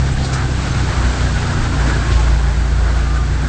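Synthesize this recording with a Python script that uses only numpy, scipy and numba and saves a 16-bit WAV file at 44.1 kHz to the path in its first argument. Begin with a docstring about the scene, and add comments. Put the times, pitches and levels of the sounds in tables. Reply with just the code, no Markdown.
"""On board a vehicle wading through muddy floodwater. The engine slows under the load, its firings
booming through the rumbling body, while a belt-driven part hums. The bow wave churns alongside:
countless ringing bubbles under a hiss of spray, with a few spits, sloshes and single bubble pings.
Two low buffets come and go, and later two faint, thin whistles sound through the water."""
import sys
import numpy as np
from scipy import signal
from scipy.fft import rfft, irfft
from scipy.io import wavfile
from scipy.ndimage import map_coordinates
from numba import njit

SR = 44100
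rng = np.random.default_rng(int(sys.argv[2]) if len(sys.argv) > 2 else 0)


def int16_out(signal):
    """Quantize to a 16-bit WAV file."""
    q = np.round(np.clip(np.atleast_2d(signal).T, -1, 1) * 32767)
    wavfile.write(sys.argv[1], SR, q.astype(np.int16))


N = 153468
TIME = np.arange(N) / SR
FREQS = np.fft.rfftfreq(N, 1 / SR)


def undb(db):
    """Turn decibels into a gain."""
    return 10 ** (np.asarray(db) / 20)


def unit(x):
    """Scale a signal to an average (rms) strength of 1."""
    return x / np.sqrt(np.mean(x ** 2) + 1e-20)


def bell(x, width):
    """A smooth hump around zero."""
    return np.exp(-(x / width) ** 2 / 2)


def curve(table, column=1):
    """One column of a table, joined by straight lines in time."""
    rows = np.array(table, float)
    return np.interp(TIME, rows[:, 0], rows[:, column])


def response(spectrum, hz):
    """Look up the gain at these frequencies in rows of Hz and dB."""
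    rows = np.array(spectrum, float)
    return undb(np.interp(np.log(hz + 1e-9), np.log(rows[:, 0]), rows[:, 1]))


def colour(x, spectrum):
    """Filter a sound by rows of Hz and dB, then scale it to strength 1."""
    return unit(irfft(rfft(x) * response(spectrum, FREQS), N))


def wander(rate_hz):
    """A smooth random drift of typical size 1."""
    slow_only = np.exp(-(FREQS / rate_hz) ** 2) * (FREQS > 0)
    return unit(irfft(rfft(rng.standard_normal(N)) * slow_only, N))


def tone(hz, wobble):
    """A pure tone whose pitch wavers."""
    wavering_hz = hz * (1 + wobble * wander(39.8))
    return np.sin(2 * np.pi * np.cumsum(wavering_hz) / SR)


# How fast the engine turns. Each row: time in seconds, turns per second.
CRANK_SPEED = [(0, 33.5), (.3, 32.4), (.7, 31.3), (1.1, 30.3), (1.55, 29.7), (1.75, 28.8), (2.1, 28.8),
               (2.35, 28.35), (2.9, 28.45), (3.48, 29.2)]

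def crankshaft():
    """The shaft slows under load. Gives its turns per second and its angle in radians."""
    speed = curve(CRANK_SPEED) * (1 + .004 * wander(10))
    return speed, 2 * np.pi * np.cumsum(speed) / SR


# An "order" is a tone at a whole multiple of the shaft's speed. These are the main ones.
MAIN_ORDERS = (2, 3, 4, 5, 8)
# Their loudness. Each row: time in seconds, then a level in dB for each main order.
MAIN_LEVELS = [(0, -16.5, -26, -19, -37, -39), (.25, -22.5, -27, -21.5, -43, -31.5),
               (.55, -20.5, -25, -22.5, -32, -40), (.8, -19, -28, -23, -29.5, -39),
               (1.05, -16.5, -27.5, -29.5, -35, -31.5), (1.35, -18, -23, -23, -27.5, -31.5),
               (1.6, -29, -25, -25, -24, -30), (1.85, -13, -24, -24.5, -26, -41.5),
               (2.08, -19.5, -26, -24, -25, -41), (2.23, -12, -27, -29.5, -26.5, -38.5),
               (2.45, -14.5, -26, -37, -26.5, -52), (2.85, -13.5, -24.5, -43, -27.5, -43),
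               (3.48, -17.5, -26.5, -32, -26, -35.5)]
# How well the body carries the other orders. Each row: frequency in Hz, gain in dB.
BODY_RESPONSE = [(165, -36.5), (195, -34.5), (215, -45), (300, -48), (348, -41.5), (400, -52), (520, -48.5)]
# The chugging, roughest while the engine labours. Each row: time in seconds, level swing in dB.
CHUG_DEPTH = [(0, 2.0), (2.1, 1.3), (2.35, .6), (3.48, .9)]

def engine(speed, angle):
    """Two firings a turn boom through the body; unequal cylinders add the odd orders."""
    depth = curve(CHUG_DEPTH)
    chug = undb(depth * unit(np.gradient(wander(13))))
    stumble = .025 * depth * unit(np.gradient(wander(18)))  # firings come early or late
    out = np.zeros(N)
    for order in range(2, 17):
        if order in MAIN_ORDERS:
            gain = undb(curve(MAIN_LEVELS, MAIN_ORDERS.index(order) + 1) + wander(30))
        else:  # the others grow stronger under load
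            waver_db = 3.5 * (wander(3.5) - 1)
            gain = response(BODY_RESPONSE, order * speed) * np.sqrt(depth) * undb(waver_db)
        wobble = .07 * (order - 1) * wander(8.4)  # higher orders are more ragged
        smear = order ** 2  # the body spreads each firing in time
        out += np.sqrt(2) * gain * chug * np.sin(order * (angle + stumble) + wobble + smear)
    return out


# How loud the hum is. Each row: time in seconds, level in dB.
BELT_LEVEL = [(0, -55.5), (1.2, -38.5), (1.5, -44.5), (1.85, -32.5), (2.1, -44.5), (3.48, -37)]

def belt_hum(angle):
    """A belt-driven part hums at 9.26 times the shaft's speed, its level wavering."""
    level_db = curve(BELT_LEVEL) + 2.5 * wander(7.3)
    return np.sqrt(2) * undb(level_db) * np.sin(9.26 * angle)


# The tone of the rumble. Each row: frequency in Hz, relative level in dB.
RUMBLE_SPECTRUM = [(15, -22.5), (26, -0.5), (45, -2), (70, -1), (145, -2.5), (180, -11), (250, -14.5),
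                   (350, -16), (500, -39), (900, -53.5)]
# How loud it is. Each row: time in seconds, level in dB.
RUMBLE_LEVEL = [(0, -22.5), (.45, -24.5), (.7, -22), (1.1, -25), (1.6, -24.5), (2.15, -20), (2.4, -26),
                (3.0, -28.5), (3.48, -23)]

def body_rumble(angle):
    """The body shakes, throbbing with the two firings of each turn."""
    throb = 1 + .4 * np.cos(2 * angle)
    shaking = rng.standard_normal(N) * throb
    return colour(shaking, RUMBLE_SPECTRUM) * undb(curve(RUMBLE_LEVEL))


@njit
def ring_bubbles(starts, hz, cycles, strength):
    """Each bubble is a dying tone that glides up 2.6% over its given number of cycles."""
    out = np.zeros(N)
    for k in range(len(starts)):
        decay_samples = cycles[k] * SR / hz[k] / 3
        first = int(starts[k])
        spin = 2j * np.pi * hz[k] / SR
        wave = strength[k] + 0j
        step = np.exp(spin - 1 / decay_samples)  # turns and shrinks the wave each sample
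        glide = np.exp(spin * .026 / (3 * decay_samples))
        for i in range(first, min(N, first + int(6 * decay_samples))):
            wave *= step
            step *= glide
            out[i] += wave.imag
    return out


def foam(per_second, low_hz, high_hz, cycles, spread_db=-.5, share=.17):
    """Ringing bubbles carry `share` of the power; the rest is the hiss of those too small to tell apart."""
    when, pitch, length, chance = rng.random((int(per_second * N / SR), 4)).T
    hz = low_hz * (high_hz / low_hz) ** pitch
    strength = undb(-spread_db * np.log(chance + .031)) * hz / high_hz
    bubbles = unit(ring_bubbles(when * N, hz, cycles * (.5 + length), strength))
    return np.sqrt(share) * bubbles + np.sqrt(1 - share) * rng.standard_normal(N)


# The tone of the churning water and of the spray. Each row: frequency in Hz, relative level in dB.
CHURN_SPECTRUM = [(200, 1.5), (350, 2), (520, -2), (760, 0.56), (970, -2.5), (1250, -1.5), (1530, 1.5),
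                  (1900, -6.5), (2300, -12.5), (3000, -27), (5000, -39.5)]
SPRAY_SPECTRUM = [(1200, -4), (2200, 1.5), (2800, 0), (4500, -0.4), (5300, -3.5), (7600, -4.5), (8600, -10)]
# How strong the wave is. Each row: time in seconds, churn level in dB, spray level in dB.
WAVE_LEVELS = [(0, -28.5, -32.5), (.52, -29, -32.5), (.65, -27.5, -30), (1.05, -27, -30), (1.5, -25.5, -30),
               (1.78, -25.5, -31), (1.9, -22, -29), (2.04, -28, -31.5), (2.25, -27, -30.5),
               (2.42, -28, -34), (2.75, -29.5, -34.5), (2.9, -26.5, -33.5), (3.1, -31, -35),
               (3.48, -29.5, -35)]

def bow_wave():
    """Bubbles churn, their pitch drifting with their size; droplets fizz above and surge with them."""
    surge = wander(14)
    bubbles = foam(per_second=3500, low_hz=283.94, high_hz=3153, cycles=43.5, spread_db=1.5, share=.51)
    churn = colour(bubbles, CHURN_SPECTRUM)
    position = np.cumsum(1 + .02 * wander(8))  # reading faster or slower bends the pitch
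    churn = map_coordinates(churn, [position], mode="mirror")
    droplets = foam(per_second=9000, low_hz=1725, high_hz=9630, cycles=8.7)
    spray = colour(droplets, SPRAY_SPECTRUM)
    churn_db = curve(WAVE_LEVELS, 1) + .7 * surge
    spray_db = curve(WAVE_LEVELS, 2) + .55 * surge
    return churn * undb(churn_db) + spray * undb(spray_db)


def band(water, hz, octaves):
    """Keep the part of the water's sound around one pitch, at strength 1."""
    octaves_away = np.log2(FREQS + 1) - np.log2(hz)
    return unit(irfft(rfft(water) * bell(octaves_away, octaves), N))


# Spits of spray. Each row: peak time in seconds, level in dB, centre pitch in Hz,
# width in octaves, decay in seconds.
SPITS = [(.126, -36, 7600, .25, 0.016), (.19, -33, 3450, .4, 0.04), (.237, -33, 4530, 0.092, .016),
         (.252, -32, 5500, 0.91, .03), (0.338, -27, 5400, 0.56, 0.027), (2.122, -29, 3300, 0.72, 0.032),
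         (2.273, -26, 1000, .9, 0.017)]

def spits(water):
    """Small crests burst into spray that starts sharply and dies away."""
    out = np.zeros(N)
    for peak, db, hz, octaves, decay in SPITS:
        age = TIME - peak
        envelope = np.where(age < 0, bell(age, .0065), np.exp(-abs(age) / decay))
        out += undb(db) * envelope * band(water, hz, octaves)
    return out


# Low buffets. Each row: peak time in seconds, level in dB.
BUFFETS = [(.16, -20), (1.612, -18.5)]

def buffets(hz=33, swell_s=.03):
    """Brief, very low swells of pressure."""
    out = np.zeros(N)
    for peak, db in BUFFETS:
        age = TIME - peak
        out += np.sqrt(2) * undb(db) * bell(age, swell_s) * np.sin(2 * np.pi * hz * age)
    return out


# Sloshes of water. Each row: peak time in seconds, level in dB, centre pitch in Hz,
# width in octaves, swell in seconds.
SLOSHES = [(.2, -37, 744, 0.1, 0.11), (.385, -27, 1200, 0.55, 0.038), (.65, -33.5, 1600, 0.7, 0.032),
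           (.97, -28, 1100, 0.73, 0.09), (1.905, -27.5, 264, 0.23, 0.031), (2.025, -27.5, 1410, .2, 0.012),
           (2.11, -31, 1400, 0.58, .02), (3.17, -30.5, 1360, .2, 0.012)]

def sloshes(water):
    """Large crests swell and sink back smoothly."""
    return sum(undb(db) * bell(TIME - peak, swell) * band(water, hz, octaves)
               for peak, db, hz, octaves, swell in SLOSHES)


# Single bubbles. Each row: peak time in seconds, level in dB, pitch in Hz, swell in seconds.
PINGS = [(.337, -28, 2360, .004), (.72, -36, 6300, 0.013), (1.938, -22.5, 1674, 0.011),
         (2.2, -25, 850, .012)]

def bubble_pings():
    """Single bubbles ring briefly above the wash, their pitch unsteady."""
    return sum(undb(db) * bell(TIME - peak, swell) * tone(hz, wobble=.005)
               for peak, db, hz, swell in PINGS)


# Thin whistles. Each row: start in seconds, length in seconds, pitch in Hz, level in dB.
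WHISTLES = [(1.972, 0.35, 1075, -34.5), (3.01, 0.28, 1202, -35)]

def whistles(fade_s=.09):
    """Faint, almost steady tones that fade in and out."""
    out = np.zeros(N)
    for start, length, hz, db in WHISTLES:
        to_nearest_end = np.minimum(TIME - start, start + length - TIME)
        envelope = np.clip(to_nearest_end / fade_s, 0, 1)
        out += np.sqrt(2) * undb(db) * envelope * tone(hz, wobble=.006)
    return out


def scene():
    """Add the vehicle and the water together in one channel."""
    speed, angle = crankshaft()
    vehicle = belt_hum(angle) + engine(speed, angle) + body_rumble(angle) + buffets() + whistles()
    wave = bow_wave()
    water = foam(per_second=4000, low_hz=202, high_hz=8560, cycles=17)
    return (vehicle + wave + spits(water) + sloshes(water) + bubble_pings())[None]


def record(dry):
    """Cut the treble steeply above 8650 Hz."""
    return signal.sosfilt(signal.ellip(12, .2, 90, 8650, fs=SR, output="sos"), dry)


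dry = scene()
out = record(dry)
int16_out(out)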